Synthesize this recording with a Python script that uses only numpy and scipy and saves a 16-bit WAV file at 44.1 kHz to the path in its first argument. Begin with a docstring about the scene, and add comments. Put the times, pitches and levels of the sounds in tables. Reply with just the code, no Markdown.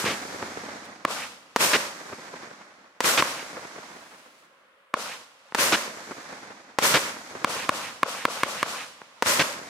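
"""Firework cake in an open field at night

Lift charges thump out of their tubes and shells burst overhead: minimum-phase shocks with close reflections.
Shaped noise returns them as a rushing scatter from the trees and a long far roll; buildings answer with
hard rattling slaps made of many shock copies. Faint dull pops, fizzes and steady night noise lie beneath."""
import sys
import numpy as np
from scipy import signal
from scipy.fft import rfft, irfft, next_fast_len
from scipy.io import wavfile

SR = 44100
rng = np.random.default_rng(int(sys.argv[2]) if len(sys.argv) > 2 else 0)


def log_audio(samples):
    """Write samples as a 16-bit WAV file to the path given in sys.argv[1]."""
    # one column per channel
    frames = np.atleast_2d(samples).T
    # limit to full scale, then quantise
    limited = np.clip(frames, -1, 1)
    pcm = np.round(limited * 32767).astype(np.int16)
    wavfile.write(sys.argv[1], SR, pcm)


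N = 427329

# shell bursts: t/s, shock/dB, ground echo lag/ms, near slap lag/s, near slap length/s,
# level of near slap and rush/dB, level of roll and stray echoes/dB,
# bass of near slap, rush, roll and stray echoes/dB
BURST_SHOTS = [(-.139, 0, 4, 0.19, .098, -5, 5, 4), (1.5617, 6, 4.1, 0.17, 0.039, .5, 1, -3),
               (3.0053, 3, 4.07, 0.17, 0.038, 0, 1.5, -3), (5.548, 4, 4.6, .175, 0.038, 0, 1.5, -2),
               (6.7868, 6, 3.66, .154, .039, 1, 1, -1.5), (9.224, 5.5, 4.2, 0.17, 0.034, -0.5, 0.5, -1)]
# a shock and its reflections close to the listener: nominal lag/ms, mean level/dB, treble edge/Hz
CLOSE_PULSES = [(0, 0, 16000), (1.1, -11, 12000), (2.05, -7, 2200)]
# spectrum of a lift shock: f/Hz, relative level/dB
LIFT_COLOUR = [(30, -49), (70, -25), (130, -8), (220, 0.5), (500, -2.5), (800, -2.5), (1200, 1.5),
               (2300, -4), (3500, -11), (6000, -15), (10000, -16.5), (16000, -28)]

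LIFT_DB, BURST_DB = 6.5, 1.5
SLAP_DB = 18.5  # common level of all building echoes
SHOCK_SIZE = 8192  # samples
HALF_SHOCK_S = SHOCK_SIZE / 2 / SR
BIN_HZ = np.arange(SHOCK_SIZE // 2 + 1) * SR / SHOCK_SIZE


def from_db(db):
    """Decibels to amplitude gain."""
    return 10 ** (np.asarray(db) / 20)


def at_hz(points, hz):
    """Reads a (Hz, value) table on a log-frequency axis."""
    points = np.array(points)
    return np.interp(np.log(np.maximum(hz, 1)), np.log(points[:, 0]), points[:, 1])


def add(out, s, sound):
    """Mixes a sound into out from time s on, clipped to the scene's ends."""
    start = round(s * SR)
    a, b = max(start, 0), min(start + sound.shape[-1], N)
    if b > a:
        out[:, a:b] += sound[..., a - start:b - start]


def panned(pan_db):
    """Left and right gains for a left-over-right level difference."""
    return from_db(np.array([[.5], [-.5]]) * pan_db)


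def lowpassed(x, order, edge_hz):
    """Butterworth low-pass."""
    return signal.sosfilt(signal.butter(order, edge_hz, fs=SR, output="sos"), x)


def with_bass(x, db, edge_hz=220):
    """A bigger shell booms more: a low shelf."""
    return x + (from_db(db) - 1) * lowpassed(x, 1, edge_hz)


def dulled(x, edge_hz):
    """A long path through the air takes the treble away."""
    return lowpassed(x, 2, edge_hz)


def shock(colour, crack_db=0, crack_hz=3000):
    """Spectrum of a sudden-fronted pressure pulse (minimum phase); unit energy before the crack's treble shelf."""
    gain = from_db(at_hz(colour, BIN_HZ))
    gain = gain / np.sqrt(np.mean(gain ** 2))
    treble_share = BIN_HZ ** 2 / (BIN_HZ ** 2 + crack_hz ** 2)
    gain = gain * from_db(crack_db * treble_share)
    # folded real cepstrum gives minimum phase
    cepstrum = irfft(np.log(gain))[:SHOCK_SIZE // 2]
    cepstrum[1:] *= 2
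    return np.exp(rfft(cepstrum, SHOCK_SIZE))


def report(pulse, arrivals):
    """A shock with its duller pulses, before or after it, skewed slightly between the ears; centred in its buffer."""
    out = 0
    for lag_ms, db, dull_hz in arrivals:
        common_ms = lag_ms * (1 + .022 * rng.normal())
        ear_ms = common_ms + .03 * np.tanh(lag_ms) * rng.normal(size=(2, 1))
        delay = np.exp(-2j * np.pi * BIN_HZ * ear_ms / 1000)
        out = out + from_db(db + rng.normal()) * delay / (1 + 1j * BIN_HZ / dull_hz)
    # all-pass: the bass lags behind the front, so a deep suction follows the first spike
    lagging = (1j * BIN_HZ - 550) / (1j * BIN_HZ + 550)
    return np.roll(irfft(out * pulse * lagging), SHOCK_SIZE // 2, axis=-1)


def slap(length_s, per_s, skew_ms=0.045, uneven_db=4):
    """Wall facets, large and small, each return a copy of the shock, weaker when later; unit energy."""
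    # spectrum of a wall echo: f/Hz, relative level/dB
    wall_colour = [(30, -38.5), (70, -18), (130, -5), (260, -3.5), (520, 1.5), (750, -5), (1100, -0.5),
                   (2400, 0), (3600, -6), (6000, -12), (10000, -24.5), (16000, -40)]
    count = max(int(length_s * per_s), 2)
    place = (np.arange(count) + rng.random(count)) / count
    polarity = rng.choice([-1, 1], count)
    chance = rng.normal(size=count).clip(-2, 2)
    size = polarity * np.sqrt(1 - place ** 2) * from_db(uneven_db * chance)
    skew_s = rng.normal(0, abs(skew_ms), count) / 1000
    clicks = np.zeros((2, SHOCK_SIZE))
    for ear, sign in zip(clicks, (1, -1)):
        index = np.clip((place * length_s + sign * skew_s / 2) * SR, 0, SHOCK_SIZE - 1).astype(int)
        np.add.at(ear, index, size)
    return signal.fftconvolve(clicks / np.linalg.norm(size), irfft(shock(wall_colour))[None], axes=1)


def noise(colour, size, grain_db=0):
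    """Countless tiny arrivals of uneven size, alike in both ears in the bass only; mid rms 1."""
    # stereo width: f/Hz, side over mid/dB
    side_width = [(60, -34), (110, -58.5), (200, -54), (380, -13.5), (700, -7), (1290, -3), (2380, 2),
                  (4400, 0), (8120, 0), (15000, -1)]
    hz = np.arange(size // 2 + 1) * SR / size
    grains = from_db(grain_db * np.repeat(rng.normal(size=size // 32 + 1), 32)[:size])
    mid, side = rfft(rng.normal(size=(2, size)) * grains) * from_db(at_hz(colour, hz))
    mid = irfft(mid, size)
    side = irfft(side * from_db(at_hz(side_width, hz)), size)
    return np.array([mid + side, mid - side]) / mid.std()


def scatter(gain_at, colour, grain_db, bright_s, air_db, early_db, swell_db, size):
    """Echoes of one shot from all around: early_db dulls the first off the grass, air_db (per s) the later ones."""
    age = np.arange(size) / SR
    field = rfft(noise(colour, size, grain_db))
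    hz = np.linspace(0, SR / 2, field.shape[1])
    centres_hz = [500, 1500, 3000, 6000, 10000, 15000]
    # loss at the top centre; lower bands lose in proportion to frequency
    treble_loss_db = air_db * (age - bright_s) + early_db * np.clip(1 - age / bright_s, 0, 1) ** 2
    lumps = np.interp(age, np.arange(200) / 70, rng.normal(size=200))
    out = 0
    for centre, share in zip(centres_hz, np.eye(len(centres_hz))):
        # big reflectors come in lumps and return the low notes; leaves return an even hiss
        lump_db = swell_db * lumps * min(1, centres_hz[1] / centre)
        db = lump_db - treble_loss_db * centre / centres_hz[-1]
        out = out + irfft(field * np.interp(hz, centres_hz, share)) * from_db(db)
    return out * gain_at(age)


def belt(age, db, near_s, far_s, rise_db_per_s, thin_db_per_s, fade_db_per_s, near_pan_db, far_pan_db):
    """Stereo echo gain of a belt of country: builds to its near edge, thins across it, dies past its far edge."""
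    inside = np.clip(age, near_s, far_s)
    rise_db = rise_db_per_s * np.maximum(near_s - age, 0)
    thin_db = thin_db_per_s * (inside - near_s)
    fade_db = fade_db_per_s * np.maximum(age - far_s, 0)
    pan_db = np.interp(age, [near_s, far_s], [near_pan_db, far_pan_db])
    return from_db(db - (rise_db + thin_db + fade_db)) * panned(pan_db)


def close_by(age, db, fade_db_per_s, pan_db):
    """Stereo gain of the brief splash off the ground around the listener."""
    return from_db(db - fade_db_per_s * age) * panned(pan_db)


def smeared_echo(lag_s, spread_s, hz, width_hz, size):
    """One band of a shot, smeared by foliage into a soft swell; noise of rms 1 under a Gaussian of peak 1."""
    edges = hz * np.exp(np.array([-.5, .5]) * width_hz / hz)
    band = signal.sosfilt(signal.butter(2, edges, "band", fs=SR, output="sos"), rng.normal(size=size))
    swell = np.exp(-.5 * ((np.arange(size) / SR - lag_s) / spread_s) ** 2)
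    return band / band.std() * swell


def lifts():
    """Each lift charge leaves its tube as a hollow knock; all start from one spot, so their echoes are half alike."""
    # lift charges: t/s, shock/dB, crack/dB, bass/dB, ring of the tube f/Hz, scatter/dB
    lift_shots = [(1.051, 0, -5.5, 1.5, 1080, 0.5), (3.224, 0.5, -4, 1, 1070, -3),
                  (4.9403, -0.5, -10.5, -4, 1080, -1.5), (7.4457, 0, 5, 4, 1000, 2),
                  (7.6925, 0, 4.5, 4, 1040, -0.5), (8.0316, 2, -3.5, -2.5, 1100, -1),
                  (8.2532, 1.5, 0, 0, 1370, -1), (8.434, 0, 5, 1.5, 1460, -.5),
                  (8.6294, 0, 2, -1, 1410, -0.5)]
    # pulses that make up one lift: nominal lag/ms, mean level/dB, treble edge/Hz
    knock_pulses = [(-3.0, -18, 1200), (0, 0, 16000), (.84, -10, 2500), (1.72, -5, 2200), (2.82, -12, 1800),
                    (3.58, -7.5, 1600)]
    ring_db, ring_q = -4.5, 5  # the mortar tube's ring
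    out, common = np.zeros((2, N)), lift_echoes()
    for s, db, crack_db, bass_db, ring_hz, scatter_db in lift_shots:
        knock = report(shock(LIFT_COLOUR, crack_db), knock_pulses)
        ring = signal.lfilter(*signal.iirpeak(ring_hz, ring_q, fs=SR), knock)
        knock = knock + from_db(ring_db) * ring
        add(out, s - HALF_SHOCK_S, from_db(LIFT_DB + db) * with_bass(knock, bass_db))
        echoes = (common + lift_echoes()) / np.sqrt(2)
        add(out, s, from_db(scatter_db) * with_bass(echoes, bass_db))
    return out


def lift_echoes(size=49152):
    """The field's answer: a wash from trees, the knock's notes from hedges, a brighter swell from treetops."""
    # spectrum of the wash: f/Hz, relative level/dB
    wash_colour = [(24, -63.5), (40, -34.5), (185, -12.5), (262, -10.5), (412, -17), (444, -10),
                   (503, -7.5), (585, -8.5), (1020, -6), (1440, -8), (1550, -11), (5870, -14),
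                   (9940, -19.5), (14500, -29), (16000, -44)]
    # hedges that answer every lift: lag/s, level/dB
    hedges = [(0.032, -33), (0.055, -34.5), (.085, -44.5), (.116, -36.5)]
    # notes of the knock that the hedges return: f/Hz, width/Hz, level/dB, loss/(dB per s of lag)
    knock_notes = [(536, 240, 3.5, 119), (1180, 480, -1, 0)]
    hedge_spread, hedge_pan_db = 0.15, 3  # smear as a share of the lag; left over right
    out = scatter(lift_gain, wash_colour, grain_db=1.5, bright_s=0.058, air_db=27.5, early_db=59,
                  swell_db=1.5, size=size)
    for lag_s, db in hedges:
        for hz, width_hz, note_db, loss_db_per_s in knock_notes:
            echo = smeared_echo(lag_s, hedge_spread * lag_s, hz, width_hz, size)
            out = out + from_db(db + note_db - loss_db_per_s * lag_s) * panned(hedge_pan_db) * echo
    treetops = smeared_echo(lag_s=0.17, spread_s=0.032, hz=2030, width_hz=1320, size=size)
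    return out + from_db(-37.5) * panned(pan_db=-2.5) * treetops


def lift_gain(age):
    """A lift splashes off the ground, sweeps through the trees and returns faintly from the country beyond."""
    trees = belt(age, db=-34.0, near_s=0.075, far_s=0.2, rise_db_per_s=110, thin_db_per_s=47.5,
                 fade_db_per_s=88, near_pan_db=1, far_pan_db=-1.0)
    country = belt(age, db=-52.5, near_s=0.6, far_s=0.59, rise_db_per_s=38, thin_db_per_s=9,
                   fade_db_per_s=40, near_pan_db=-2, far_pan_db=-2)
    splash = close_by(age, db=-29, fade_db_per_s=999, pan_db=-9)
    return np.hypot(np.hypot(trees, country), splash)


def bursts(ground_db=-5, ground_hz=7000, facets_per_s=5000):
    """Each shell cracks overhead, bounces off the ground, then slaps back from near and far buildings."""
    # spectrum of a burst shock: f/Hz, relative level/dB
    burst_colour = [(30, -42.5), (70, -29.5), (130, -6.5), (260, 1.5), (500, 2), (1000, 4), (2000, -2),
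                    (3300, -9), (6000, -9.5), (10000, -15.5), (16000, -23)]
    # other echoes of every burst, one very close, then far ones: lag/s, length/s, level/dB, facet rate/(1/s)
    other_slaps = [(.037, .014, -15, 1000), (0.521, .07, -24, 200), (0.562, 0.016, -19.5, 600),
                   (.62, 0.021, -27, 240), (0.774, .014, -22.5, 600), (0.893, 0.064, -33, 120)]
    near_slap_db = -4.5
    late_edge_hz = 790  # treble edge of an echo one second late; falls with the root of the lag
    out = np.zeros((2, N))
    for s, db, ground_ms, slap_lag_s, slap_length_s, near_db, _, bass_db in BURST_SHOTS:
        arrivals = [*CLOSE_PULSES, (ground_ms, ground_db, ground_hz)]
        crack = report(shock(burst_colour), arrivals)
        add(out, s - HALF_SHOCK_S, from_db(BURST_DB + db) * crack)
        near_slap = with_bass(slap(slap_length_s, facets_per_s), bass_db)
        add(out, s + slap_lag_s, from_db(SLAP_DB + near_slap_db + near_db) * near_slap)
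        for lag_s, length_s, echo_db, per_s in other_slaps:
            echo = dulled(slap(length_s, per_s, skew_ms=.15), late_edge_hz / np.sqrt(lag_s))
            add(out, s + lag_s, from_db(SLAP_DB + echo_db) * echo)
    return out


def burst_tails():
    """The bright rush from the trees, and the low roll from the country beyond, first in the right ear."""
    # spectra of the rush and of the roll: f/Hz, relative level/dB
    rush_colour = [(24, -62), (40, -31), (87, -15), (155, -9.5), (243, -4), (276, -6.5), (479, -3),
                   (556, 2.5), (751, -6.5), (1040, 0.5), (3380, -8.5), (5580, -7), (8340, -9), (14800, -17),
                   (16000, -37)]
    roll_colour = [(24, -54.5), (40, -30.5), (85, -12.5), (124, -14), (194, -2), (297, -0.5), (402, -5),
                   (630, -1.5), (1590, -3.5), (2150, -6.5), (2770, -15), (4460, -12), (6490, -12.5),
                   (13800, -29.5), (16000, -61)]
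    out = np.zeros((2, N))
    for s, *_, near_db, roll_db, bass_db in BURST_SHOTS:
        rush = scatter(rush_gain, rush_colour, grain_db=1, bright_s=0.097, air_db=54.5, early_db=22,
                       swell_db=1, size=49152)
        roll = scatter(roll_gain, roll_colour, grain_db=1.0, bright_s=0.48, air_db=20.5, early_db=-1.5,
                       swell_db=2.04, size=81920)
        roll[0] = np.roll(roll[0], 6)  # left ear late by 6 samples
        add(out, s, from_db(near_db) * with_bass(rush, bass_db))
        add(out, s, from_db(roll_db) * with_bass(roll, bass_db))
    return out


def rush_gain(age):
    """A burst splashes off the ground, then sweeps through the trees from left to right."""
    trees = belt(age, db=-21, near_s=0.051, far_s=0.31, rise_db_per_s=471, thin_db_per_s=48.5,
                 fade_db_per_s=168, near_pan_db=1.0, far_pan_db=-1.5)
    return np.hypot(trees, close_by(age, db=-25.0, fade_db_per_s=848.5, pan_db=3))


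def roll_gain(age):
    """The country beyond the trees keeps a burst rolling for about a second."""
    return belt(age, db=-44.5, near_s=0.22, far_s=0.87, rise_db_per_s=194, thin_db_per_s=1.5,
                fade_db_per_s=26, near_pan_db=-1, far_pan_db=-2.0)


def stray_echoes(level_db=-31, fall_db_per_s=10, uneven_db=2.5, count=9):
    """Single far roofs and walls put small crackling lumps into the roll of each burst."""
    out = np.zeros((2, N))
    for s, *_, roll_db, bass_db in BURST_SHOTS:
        for lag_s, chance in zip(rng.uniform(.28, 0.96, count), rng.normal(size=count)):
            db = SLAP_DB + level_db + roll_db + uneven_db * chance - fall_db_per_s * (lag_s - .5)
            lump = dulled(slap(.012, 400, skew_ms=0.4), edge_hz=1200)
            add(out, s + lag_s, from_db(db) * with_bass(lump, bass_db))
    return out


def small_sounds():
    """Treble-poor shocks as echoes of the opening burst and faint dull pops; swelling noise as burning-star fizz."""
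    # low boom of the opening burst's near slap, then its far slap; later rows are faint dull pops:
    # t/s, level re lift/dB, bass/dB
    dull_shocks = [(.042, -18, 22.5), (.061, -15, 16), (.427, -8, 5), (5.523, -15, -13), (9.0173, -16, -12)]
    # fizzes: centre t/s, Gaussian sigma/s, level/dB
    fizzes = [(.853, 0.0089, -54), (4.074, 0.22, -59), (4.41, .033, -71)]
    # spectrum of a fizz: f/Hz, relative level/dB
    fizz_colour = [(1000, -23), (2500, 6.5), (5000, 0), (10000, -2), (16000, -15)]
    time_s = np.arange(N) / SR
    fizzing = sum(from_db(db) * np.exp(-.5 * ((time_s - s) / sigma_s) ** 2) for s, sigma_s, db in fizzes)
    out = fizzing * noise(fizz_colour, next_fast_len(N), grain_db=2.5)[:, :N]
    for s, db, bass_db in dull_shocks:
        dull_shock = report(shock(LIFT_COLOUR, crack_db=-23.0), CLOSE_PULSES)
        add(out, s - HALF_SHOCK_S, from_db(LIFT_DB + db) * with_bass(dull_shock, bass_db))
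    return out


def night(level_db=-62):
    """Steady faint background of the night: coloured stereo noise."""
    # spectrum of the background: f/Hz, relative level/dB
    night_colour = [(30, -33.5), (80, -22.5), (200, -21), (380, -16), (540, 5), (750, -12.5), (1100, 1.5),
                    (1900, -7), (3200, -13), (6000, -30.5), (10000, -27), (16000, -38)]
    return from_db(level_db) * noise(night_colour, next_fast_len(N))[:, :N]


def scene():
    """Sum of all layers."""
    return lifts() + bursts() + burst_tails() + stray_echoes() + small_sounds() + night()


def record(dry):
    """The shock fronts overload the microphone, sooner on the push than on the suction; the top is cut."""
    ceiling = np.where(dry > 0, .5, .95)
    limited = dry / (1 + (dry / ceiling) ** 4) ** (1 / 4)
    cutoff_hz = 15800
    return signal.sosfilt(signal.ellip(10, .1, 80, cutoff_hz, fs=SR, output="sos"), limited)


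dry = scene()
out = record(dry)
log_audio(out)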